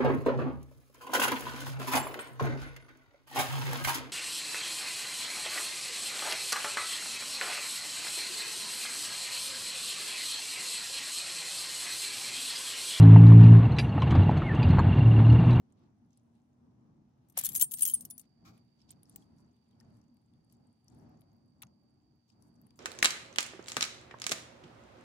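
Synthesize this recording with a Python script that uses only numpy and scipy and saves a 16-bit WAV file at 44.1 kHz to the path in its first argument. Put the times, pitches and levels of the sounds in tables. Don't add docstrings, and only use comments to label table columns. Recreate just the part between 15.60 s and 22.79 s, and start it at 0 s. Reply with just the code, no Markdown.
import sys
import numpy as np
from scipy import signal
from scipy.fft import rfft, irfft, next_fast_len
from scipy.io import wavfile
from scipy.ndimage import uniform_filter1d

SR = 44100
rng = np.random.default_rng(int(sys.argv[2]) if len(sys.argv) > 2 else 0)


def to_wav(sig):
    pcm = np.clip(np.atleast_2d(sig), -1, 1) * 32767
    pcm = np.round(pcm).astype(np.int16)
    wavfile.write(sys.argv[1], SR, pcm.T)


N = 317079
T = np.arange(N) / SR


def undb(db):
    return 10 ** (np.asarray(db) / 20)


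def unit(x):
    return x / np.sqrt(np.mean(x ** 2))


def sides(pan_db):
    return undb([[pan_db / 2], [-pan_db / 2]])


def shape(x, points):
    hz, db = np.transpose(points)
    size = next_fast_len(N)
    log_hz = np.log(np.fft.rfftfreq(size, 1 / SR) + 1)
    gain = undb(np.interp(log_hz, np.log(hz), db))
    return irfft(rfft(x, size) * gain, size)[:N]


def band(x, lo_hz, hi_hz):
    edges = [lo_hz, min(hi_hz, .45 * SR)]
    return signal.sosfilt(signal.butter(2, edges, "bandpass", fs=SR, output="sos"), x)


def curves(table, rest_db=-140):
    s, *columns = np.transpose(table)
    return [np.interp(T, s, c, rest_db, rest_db) for c in columns]


def walk(rate):
    k = int(SR / rate)
    steps = np.repeat(rng.standard_normal(N // k + 1), k)
    return 1.4 * uniform_filter1d(uniform_filter1d(steps, k), k)[:N]


def add(out, s, sound):
    i = int(s * SR)
    out[:, i:i + sound.shape[1]] += sound[:, :N - i]


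# (pitch [Hz], likeness [0 to 1])
LIKENESS = [(60, 0.99), (290, 0.48), (640, 0.15), (1400, 0)]


def pair(points):
    hz, alike = np.transpose(LIKENESS)
    mid, side = (shape(rng.standard_normal(N), np.transpose([hz, 10 * np.log10(1 + sign * alike)]))
                 for sign in (1, -1))
    return unit(np.array([shape(mid + side, points), shape(mid - side, points)]))


LUMPS_DB, LUMPS_PER_S = 1.5, 9


def lumpy(x, lo_hz, count):
    size = next_fast_len(N)
    spectrum = rfft(x, size)
    place = 4 * np.log2(np.fft.rfftfreq(size, 1 / SR) / lo_hz + 1e-9)
    place = np.clip(place, 0, count - 1)
    out = 0
    for k in range(count):
        weight = np.clip(1 - np.abs(place - k), 0, 1)
        out = out + undb(LUMPS_DB * walk(LUMPS_PER_S)) * irfft(spectrum * weight, size)[:, :N]
    return out


# (pitch [Hz], relative level [dB per Hz])
RUMBLE_COLOUR = [(12, -63), (20, -38), (80, -8), (114, -1.5), (195, -4), (242, -2), (265, -9), (296, -8),
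                 (443, -23), (500, -32.5), (650, -54.5), (1100, -120)]


def rumble(bed_db, throb):
    return undb(bed_db + 2 + throb) * unit(lumpy(pair(RUMBLE_COLOUR), 61.1, count=12))


# (pitch [Hz], relative level [dB per Hz])
HISS_COLOUR = [(210, -38.5), (350, -8.5), (464, -11.5), (793, -8.5), (1580, -20), (3480, -31.5),
               (5840, -20), (9210, -35.5), (15000, -47.5)]
HISS_UNDER_DB, HISS_SWELL = -8.5, 1.2
FAR_HISS_DB, FAR_HISS_HZ = -89, 1202


def background_hiss(bed_db, throb):
    mean_db = bed_db.mean()
    level_db = HISS_SWELL * (bed_db - mean_db) + mean_db + HISS_UNDER_DB
    bed = pair(HISS_COLOUR) * sides(0.93)
    low = signal.lfilter(*signal.butter(1, FAR_HISS_HZ, fs=SR), bed)
    return undb(level_db + throb) * lumpy(low, 350, count=9) + undb(FAR_HISS_DB) * (bed - low)


# (pitch [Hz], level [dB])
HUM_TONES = [(119, -78.5), (240, -73.5), (296, -82.5)]


def hum(throb):
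    out = 0
    for hz, db in HUM_TONES:
        gain = undb(db + throb + 2.3 * walk(3.9))
        out = out + gain * np.sin(2 * np.pi * np.cumsum(hz + 4.4 * walk(9.6)) / SR)
    return out


# (time [s], level [dB])
CRICKET_LEVEL = [(2.3, -110), (2.6, -88), (4.5, -93.5), (7.19, -90)]
CRICKET_HZ, CRICKET_PAN_DB = 4684, -19.5
CRICKET_RATE = 94


def cricket():
    pace = CRICKET_RATE * (1 + .25 * walk(18))
    strokes = 1.2 + np.sin(np.pi * np.cumsum(pace) / SR) ** 2
    chirp = unit(band(strokes * rng.standard_normal(N), CRICKET_HZ - 85, CRICKET_HZ + 85))
    both = np.array([np.roll(chirp, 5), chirp])
    return undb(curves(CRICKET_LEVEL)[0]) * both * sides(CRICKET_PAN_DB)


# (time [s], level before offsets and throb [dB])
BED_LEVEL = [(0, -68), (1.2, -70), (1.62, -69), (1.9, -62), (2.3, -72), (2.4, -64.5), (2.78, -67),
             (2.9, -63), (3.06, -72), (3.3, -64), (3.62, -61), (3.78, -66.5), (4.17, -68), (4.24, -64),
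             (4.58, -68), (4.68, -72.5), (4.97, -67.5), (5.22, -71.5), (5.33, -62.5), (5.65, -65),
             (5.75, -68), (6.05, -65.5), (6.6, -72), (6.87, -63), (7.11, -68.5), (7.19, -64.5)]
THROB_DB, THROBS_PER_S = 2.6, 10


def night():
    bed_db = np.interp(T, *np.transpose(BED_LEVEL))
    throb = THROB_DB * walk(THROBS_PER_S)
    return rumble(bed_db, throb) + background_hiss(bed_db, throb) + hum(throb) + cricket()


SHARED = 0.1365
PORT_LAG = 13


def near(envelope):
    common, left, right = rng.standard_normal((3, len(envelope))) * envelope
    a, b = np.sqrt(SHARED), np.sqrt(1 - SHARED)
    return np.array([a * common + b * left, np.roll(a * common + b * right, PORT_LAG)])


def grit(rate, spread_db, tail_ms):
    hits = (rng.random(N) < rate / SR) * undb(spread_db * np.minimum(rng.exponential(size=N), 3))
    power = signal.lfilter([1], [1, -np.exp(-1000 / (tail_ms * SR))], hits ** 2)
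    return near(np.sqrt(power + 1e-9))


# (time [s], bright part level [dB], dull part level [dB])
RUSTLE_LEVELS = [
    [(0.0, -101, -91.5), (0.298, -102, -94.5), (0.74, -94.5, -92), (1.43, -106, -94.5), (1.734, -100, -88),
     (1.772, -70, -61)],
    [(2.62, -100, -93), (2.91, -101, -89), (3.51, -93, -88.5), (3.99, -97.5, -89), (4.39, -96, -87.5),
     (4.57, -98.5, -92.5), (5.33, -94.5, -90), (5.48, -97, -90), (5.75, -97, -92.5), (6.67, -101.5, -93),
     (6.97, -92.5, -90.5), (7.19, -95.5, -86.5)],
]


def rustle():
    x, out = grit(2300, 2.1, 1.5), 0
    bright, dull = unit(band(x, 4500, 10000)), unit(band(x, 1400, 4900))
    for table in RUSTLE_LEVELS:
        db, dull_db = curves(table)
        out = out + undb(db) * bright + undb(dull_db) * dull
    return out


# (time [s], length [s], level [dB], centre pitch [Hz])
STROKES = [(0.094, 0.034, -88.5, 3500), (0.17, 0.09, -85.5, 4180), (0.745, 0.058, -90.5, 3960),
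           (0.507, 0.086, -87.5, 5440), (3.188, 0.054, -79, 5070), (3.29, 0.039, -68, 5150),
           (3.489, 0.14, -76.5, 7300), (3.781, 0.035, -81.5, 8900), (4.329, 0.064, -86.5, 8650),
           (4.91, 0.04, -80, 7830), (5.288, 0.086, -83, 5980), (5.35, 0.087, -86.5, 10600),
           (6.682, 0.054, -81, 5940), (6.814, 0.078, -84, 9900), (7.165, 0.032, -78, 11300)]


def rubs():
    x, out = grit(1400, 3.5, .9), 0
    for s, length, db, hz in STROKES:
        swell = np.exp(-((T - s - length / 2) / (0.63 * length)) ** 4)
        out = out + undb(db) * swell * unit(band(x, hz / 1.9, hz * 1.22))
    return out


# (time [s], length [s], level before the nose colours it [dB])
SNORT_BLOWS = [(2.846, 0.041, -56.5), (2.932, 0.049, -72)]
# (pitch [Hz], width [Hz], relative level [dB])
NOSE_BANDS = [(1265, 300, 1), (2430, 380, -4), (4400, 4100, 1), (11300, 5000, -8)]


def snorts():
    envelope = 0
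    for s, length, db in SNORT_BLOWS:
        rise = np.clip((T - s) / 0.0092, 0, 1)
        fall = np.exp(-np.clip((T - s - length) / 0.021, 0, 50))
        envelope = envelope + undb(db) * rise * fall
    blow = near(envelope)
    return sum(undb(db) * band(blow, hz - width / 2, hz + width / 2) * np.sqrt(SR / width / 20)
               for hz, width, db in NOSE_BANDS)


# (time [s], peak level [dB], pitch [Hz], tail's time to fall 60 dB [s])
GROUND_KNOCKS = [(1.7736, -36.5, 826, 0.012), (1.779, -36, 784, 0.06), (1.7867, -48, 970, 0.063),
                 (1.8117, -50, 970, 0.024), (1.8373, -49.5, 1080, 0.048), (1.864, -49.5, 1600, 0.033),
                 (2.017, -48.5, 980, .023), (6.028, -53, 1290, 0.11), (6.0335, -48, 1280, 0.055)]


def thuds():
    out, t = np.zeros((2, N)), np.arange(4096) / SR
    for s, db, hz, t60 in GROUND_KNOCKS:
        tail = 0.19 * rng.standard_normal(len(t)) * np.exp(-np.log(1000) * t / t60)
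        knock = band(np.exp(-(t / 0.00016) ** 2) + tail, hz / 1.515, hz * 1.24)
        add(out, s, np.array([knock, np.roll(knock, 5)]) * undb(db) / np.abs(knock).max())
    return out


FAINT_PER_S, FAINT_DB = 14, 20
FAINT_HZ, FAINT_DULL_DB = 7520, -37


def faint():
    s = rng.random(int(FAINT_PER_S * N / SR)) * T[-1]
    hz = np.clip(FAINT_HZ * np.exp(0.3 * rng.standard_normal(len(s))), 3000, 15000)
    rustle_db = np.max([curves(table)[0] for table in RUSTLE_LEVELS], axis=0)
    db = np.interp(s, T, rustle_db) + FAINT_DB
    return list(zip(s, db, hz, np.full_like(s, FAINT_DULL_DB)))


# (time [s], level [dB], centre pitch [Hz], dull part relative level [dB])
TICK_HITS = [(0.123, -58, 7400, -23), (0.506, -68, 6460, -27), (0.5303, -65, 6160, -27),
             (0.5732, -56, 9000, -35), (2.977, -60, 9400, -4.5), (3.216, -58.5, 5130, -18),
             (3.292, -55.5, 5470, -39), (3.3057, -37.5, 8260, -29), (3.314, -44, 14100, -27),
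             (3.431, -46.5, 9840, -42), (3.455, -58, 5260, -23), (3.495, -45, 9700, -42),
             (3.5591, -39.5, 7660, -11.5), (3.56, -34.5, 15500, -38), (3.6224, -60.5, 3300, -18),
             (3.7835, -65, 5670, -28.5), (3.9647, -69, 3600, -15.5), (4.11, -69, 3700, -21.5),
             (4.13, -74, 3150, -18), (4.201, -51, 5480, -35), (4.208, -58, 1790, -33.5),
             (4.414, -65, 5680, -24), (4.569, -68.5, 4560, -4), (4.736, -74, 3520, -16),
             (4.8985, -70, 5510, -4), (4.9244, -61, 10500, -31.5), (5.2817, -59, 5670, -36.5),
             (5.3, -70, 7070, -30), (5.347, -75, 8800, -29.5), (5.609, -63.5, 11170, -30),
             (5.617, -68, 10800, 2.5), (6.0194, -44, 8050, 1), (6.0225, -38.5, 14240, -9),
             (6.0249, -40, 10270, 1), (6.0324, -44, 6100, 2.5), (6.049, -64, 9700, -15),
             (6.068, -59.5, 6450, -6.5), (6.68, -81, 12000, -30.5), (6.7003, -62, 5040, -5),
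             (6.823, -60, 5400, -20), (6.823, -62, 9500, -30.5), (7.014, -61, 12880, -32),
             (7.0673, -61, 9750, -10), (7.106, -58.5, 4670, -3.5), (7.158, -63.5, 7370, -29)]
# (time [s], left minus right [dB])
COLLAR_PAN = [(0, -5), (3.35, -7), (3.45, -1.5), (3.9, 2.5), (5.3, 23), (6.0, -0.5), (7.0, 12.5)]


def ticks():
    out, t = np.zeros((2, N)), np.arange(2048) / SR
    for s, db, hz, dull_db in TICK_HITS + faint():
        burst = near((np.exp(-t / .0018) + .06 * np.exp(-t / .008)) * np.minimum(t / .0005, 1))
        body = band(band(burst, hz / 1.35, hz * 1.3), hz / 1.35, hz * 1.3)
        ping = 3.0 * band(burst, hz / 1.03, hz * 1.03)
        click = body + 0.43 * band(burst, 3460, 10400) + ping
        dull = band(band(burst, 1720, 4900), 1720, 4900)
        both = click / np.abs(click).max() + undb(dull_db) * dull / np.abs(dull).max()
        add(out, s, undb(db) * both * sides(np.interp(s, *np.transpose(COLLAR_PAN))))
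    return out


# (time [s], bright part level [dB], dull part level [dB])
CHATTER_LEVELS = [(1.77, -92, -45), (1.83, -84, -56.5), (1.95, -98, -67), (2.05, -72, -75),
                  (2.09, -71.5, -98), (2.18, -53.5, -69.5), (2.33, -58.5, -78.5), (2.4, -70, -85),
                  (2.66, -102, -82)]


def chatter():
    db, dull_db = curves(CHATTER_LEVELS)
    x = grit(700, 3.0, 1.0)
    main_modes = TAG_ONE_MODES[:1] + TAG_TWO_MODES[:1] + TAG_THREE_MODES[:4]
    rung = sum(undb(mode_db) * band(x, hz - 45, hz + 45) for hz, mode_db, _ in main_modes)
    bright = unit(band(x, 3900, 14000)) + undb(-7.5) * unit(rung)
    return undb(db) * bright + undb(dull_db) * unit(band(x, 1400, 6900))


SMALL_COUNT, SMALL_DB, SMALL_T60_S = 30, -19.5, 0.0403
SMALL_LO_HZ, SMALL_HI_HZ = 2716, 14700


def small_rings(t):
    spot, turn, left, right = rng.random((SMALL_COUNT, 4)).T[:, :, None]
    hz = SMALL_LO_HZ + (SMALL_HI_HZ - SMALL_LO_HZ) * spot
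    fade = np.exp(-np.log(1000) * t / SMALL_T60_S) * np.minimum(t / 0.003, 1)
    ring = fade * np.sin(2 * np.pi * (hz * t + turn))
    return undb(SMALL_DB) * np.array([(left ** 2 * ring).sum(0), (right ** 2 * ring).sum(0)])


def crack_noise(t, dull_db):
    late, weak = rng.random((3, 2)).T
    burst = (np.exp(-t / .0018) + .05 * np.exp(-t / .009)) * np.minimum(t / .0007, 1)
    bounces = sum(.7 * w * np.roll(burst, int(d * .005 * SR)) for d, w in zip(late, weak))
    noise = near(burst + bounces)
    bright = band(noise, 6500, 14000)
    dull = band(band(noise, 2298, 12000), 880, 7950)
    return bright + small_rings(t) + undb(dull_db) * dull


# (time [s], crack level [dB], ring level of tag one [dB], of tag two [dB], of tag three [dB])
CLASH_HITS = [(1.685, -65, -91, -93, -102), (1.698, -56.5, -76, -91, -95), (1.722, -61, -82, -98, -99),
              (1.7741, -22, -36.5, -38, -44), (1.7867, -19, -43, -28, -46), (1.794, -26, -54, -75, -67),
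              (1.811, -33, -59, -64, -63), (1.827, -51, -52, -73, -64), (1.836, -36, -53, -39, -36),
              (1.8473, -22.5, -52.5, -35, -40), (1.8559, -20, -36.5, -45.5, -50),
              (1.8643, -24.5, -44, -37, -56), (1.889, -26.5, -68, -42, -44), (1.918, -40.5, -81, -53, -76),
              (1.9307, -56, -75, -87, -44), (1.9453, -34, -71, -91, -46), (1.951, -22.5, -54, -57, -68),
              (1.9588, -18, -42, -34.5, -32), (1.969, -40, -38, -33, -34), (1.979, -34, -39, -51.5, -61),
              (1.9965, -25.5, -50, -41, -57), (2.0037, -29, -34, -68, -36), (2.011, -14, -48, -51, -29),
              (2.0167, -22, -22.5, -37, -34), (2.021, -20.5, -29, -61, -20), (2.029, -28, -32.5, -27, -43),
              (2.042, -30.5, -34, -58, -51), (2.055, -60, -49, -49, -66),
              (2.111, -34.5, -50.5, -44.5, -56.5), (2.1169, -33, -53.5, -39.5, -40),
              (2.137, -28.5, -39.5, -41.5, -35.5), (2.144, -48.5, -37, -68.5, -52.5),
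              (2.172, -41.5, -63.5, -74, -56.5), (2.185, -35, -71, -61, -61),
              (2.192, -33.5, -53, -47.5, -52), (2.2075, -29.5, -40, -39, -37.5),
              (2.2205, -23, -26.5, -16, -47.5), (2.229, -22.5, -36, -19.5, -56.5),
              (2.241, -44.5, -39, -57.5, -66), (2.2517, -17.5, -41.5, -47, -40),
              (2.2615, -25.5, -56.5, -59, -31.5), (2.2741, -34.5, -38.5, -29, -31),
              (2.285, -27, -36.5, -53, -35.5), (2.297, -29.5, -42, -57, -36),
              (2.3109, -52, -51, -40.5, -43), (2.325, -64, -78.5, -51, -72), (2.3364, -36, -36, -17, -60),
              (2.351, -36.5, -40.5, -53, -86), (2.4005, -61, -72, -61, -66), (2.4074, -40, -45, -46, -67),
              (2.422, -48, -77, -70, -88), (2.4505, -33.5, -71, -70, -76), (2.5007, -44.5, -71, -39.5, -67),
              (2.507, -36.5, -80, -44.5, -75), (2.579, -39.5, -57, -51.5, -74), (2.595, -41, -60, -59, -70),
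              (2.613, -52, -91.5, -94, -99.5)]
# (pitch [Hz], relative level [dB], time to fall 60 dB [s])
TAG_ONE_MODES = [(8615, 0, .2), (14280, -19, .12), (8940, -18, .05)]
TAG_TWO_MODES = [(9866, 0, .16), (12720, -22, .12), (10116, -18, .05)]
TAG_THREE_MODES = [(11765, 0, .11), (15720, -7, .08), (6577, -9, .09), (7610, -10, .14), (3140, -18, .08),
                   (11908, -3, .07)]
# (pitch [Hz], relative level [dB], time to fall 60 dB [s])
SPLIT_RING_MODES = [(11060, -11, .025), (11380, -13, .025), (12115, -10, .03), (12300, -9, .03),
                    (10500, -14, .02)]
CLIP_MODES = [(6297, -19, 0.027), (5640, -26, .04), (7460, -25, 0.022)]
RING_LEFT = .15
LIFTS_S, DULL_DB, DULL_DB_PER_S = 2.2, -14.5, -24.5


def clashes():
    out, t = np.zeros((2, N)), np.arange(6000) / SR
    parts = (TAG_ONE_MODES, TAG_TWO_MODES, TAG_THREE_MODES, SPLIT_RING_MODES + CLIP_MODES)
    mode_hz, mode_db, mode_t60 = np.concatenate(parts).T
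    part = np.repeat(np.arange(len(parts)), [len(p) for p in parts])
    gaps = np.append(np.diff(np.array(CLASH_HITS)[:, 0]), 1)
    for (s, crack_db, *tag_db), gap in zip(CLASH_HITS, gaps):
        scatter, detune, turn, side, facing = rng.standard_normal((len(mode_hz), 5)).T
        size = undb(np.append(tag_db, crack_db)[part] + mode_db + 4 * scatter * (mode_db < 0))
        hz = mode_hz * (1 + np.where(part < 3, .001, .008) * detune)
        pole = -np.log(1000) / mode_t60 + 2j * np.pi * hz
        phase = 2 * np.pi * mode_hz * int(s * SR) / SR + .7 * turn
        ring = size[:, None] * np.exp(pole[:, None] * t + 1j * phase[:, None])
        choke = RING_LEFT + (1 - RING_LEFT) / (1 + np.exp((t - gap - .001) / 0.00069))
        choke = choke * np.minimum(t / .0016, 1)
        beam = undb(2.5 * side)
        rings = np.array([beam @ ring, (np.exp(2j * facing) / beam) @ ring]).imag
        crack = undb(crack_db) * crack_noise(t, DULL_DB + DULL_DB_PER_S * max(s - LIFTS_S, 0))
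        add(out, s, crack + choke * rings)
    return out


# (pitch [Hz], left minus right [dB])
PORT_SHADE = [(500, 6), (2000, -1.5), (4000, -0.5), (8000, 2.5), (15000, 10.5)]


def scene():
    left, right = clashes() + chatter() + ticks() + rustle() + snorts() + rubs() + thuds()
    hz, db = np.transpose(PORT_SHADE)
    dog = np.array([shape(left, np.transpose([hz, db / 2])), shape(right, np.transpose([hz, -db / 2]))])
    return dog + night()


SELF_NOISE_DB, TOP_HZ = -110, 16000


def record(dry):
    hiss = undb(SELF_NOISE_DB) * rng.standard_normal(dry.shape)
    return signal.sosfilt(signal.ellip(10, .2, 60, TOP_HZ, fs=SR, output="sos"), dry + hiss)


dry = scene()
out = record(dry)
to_wav(out)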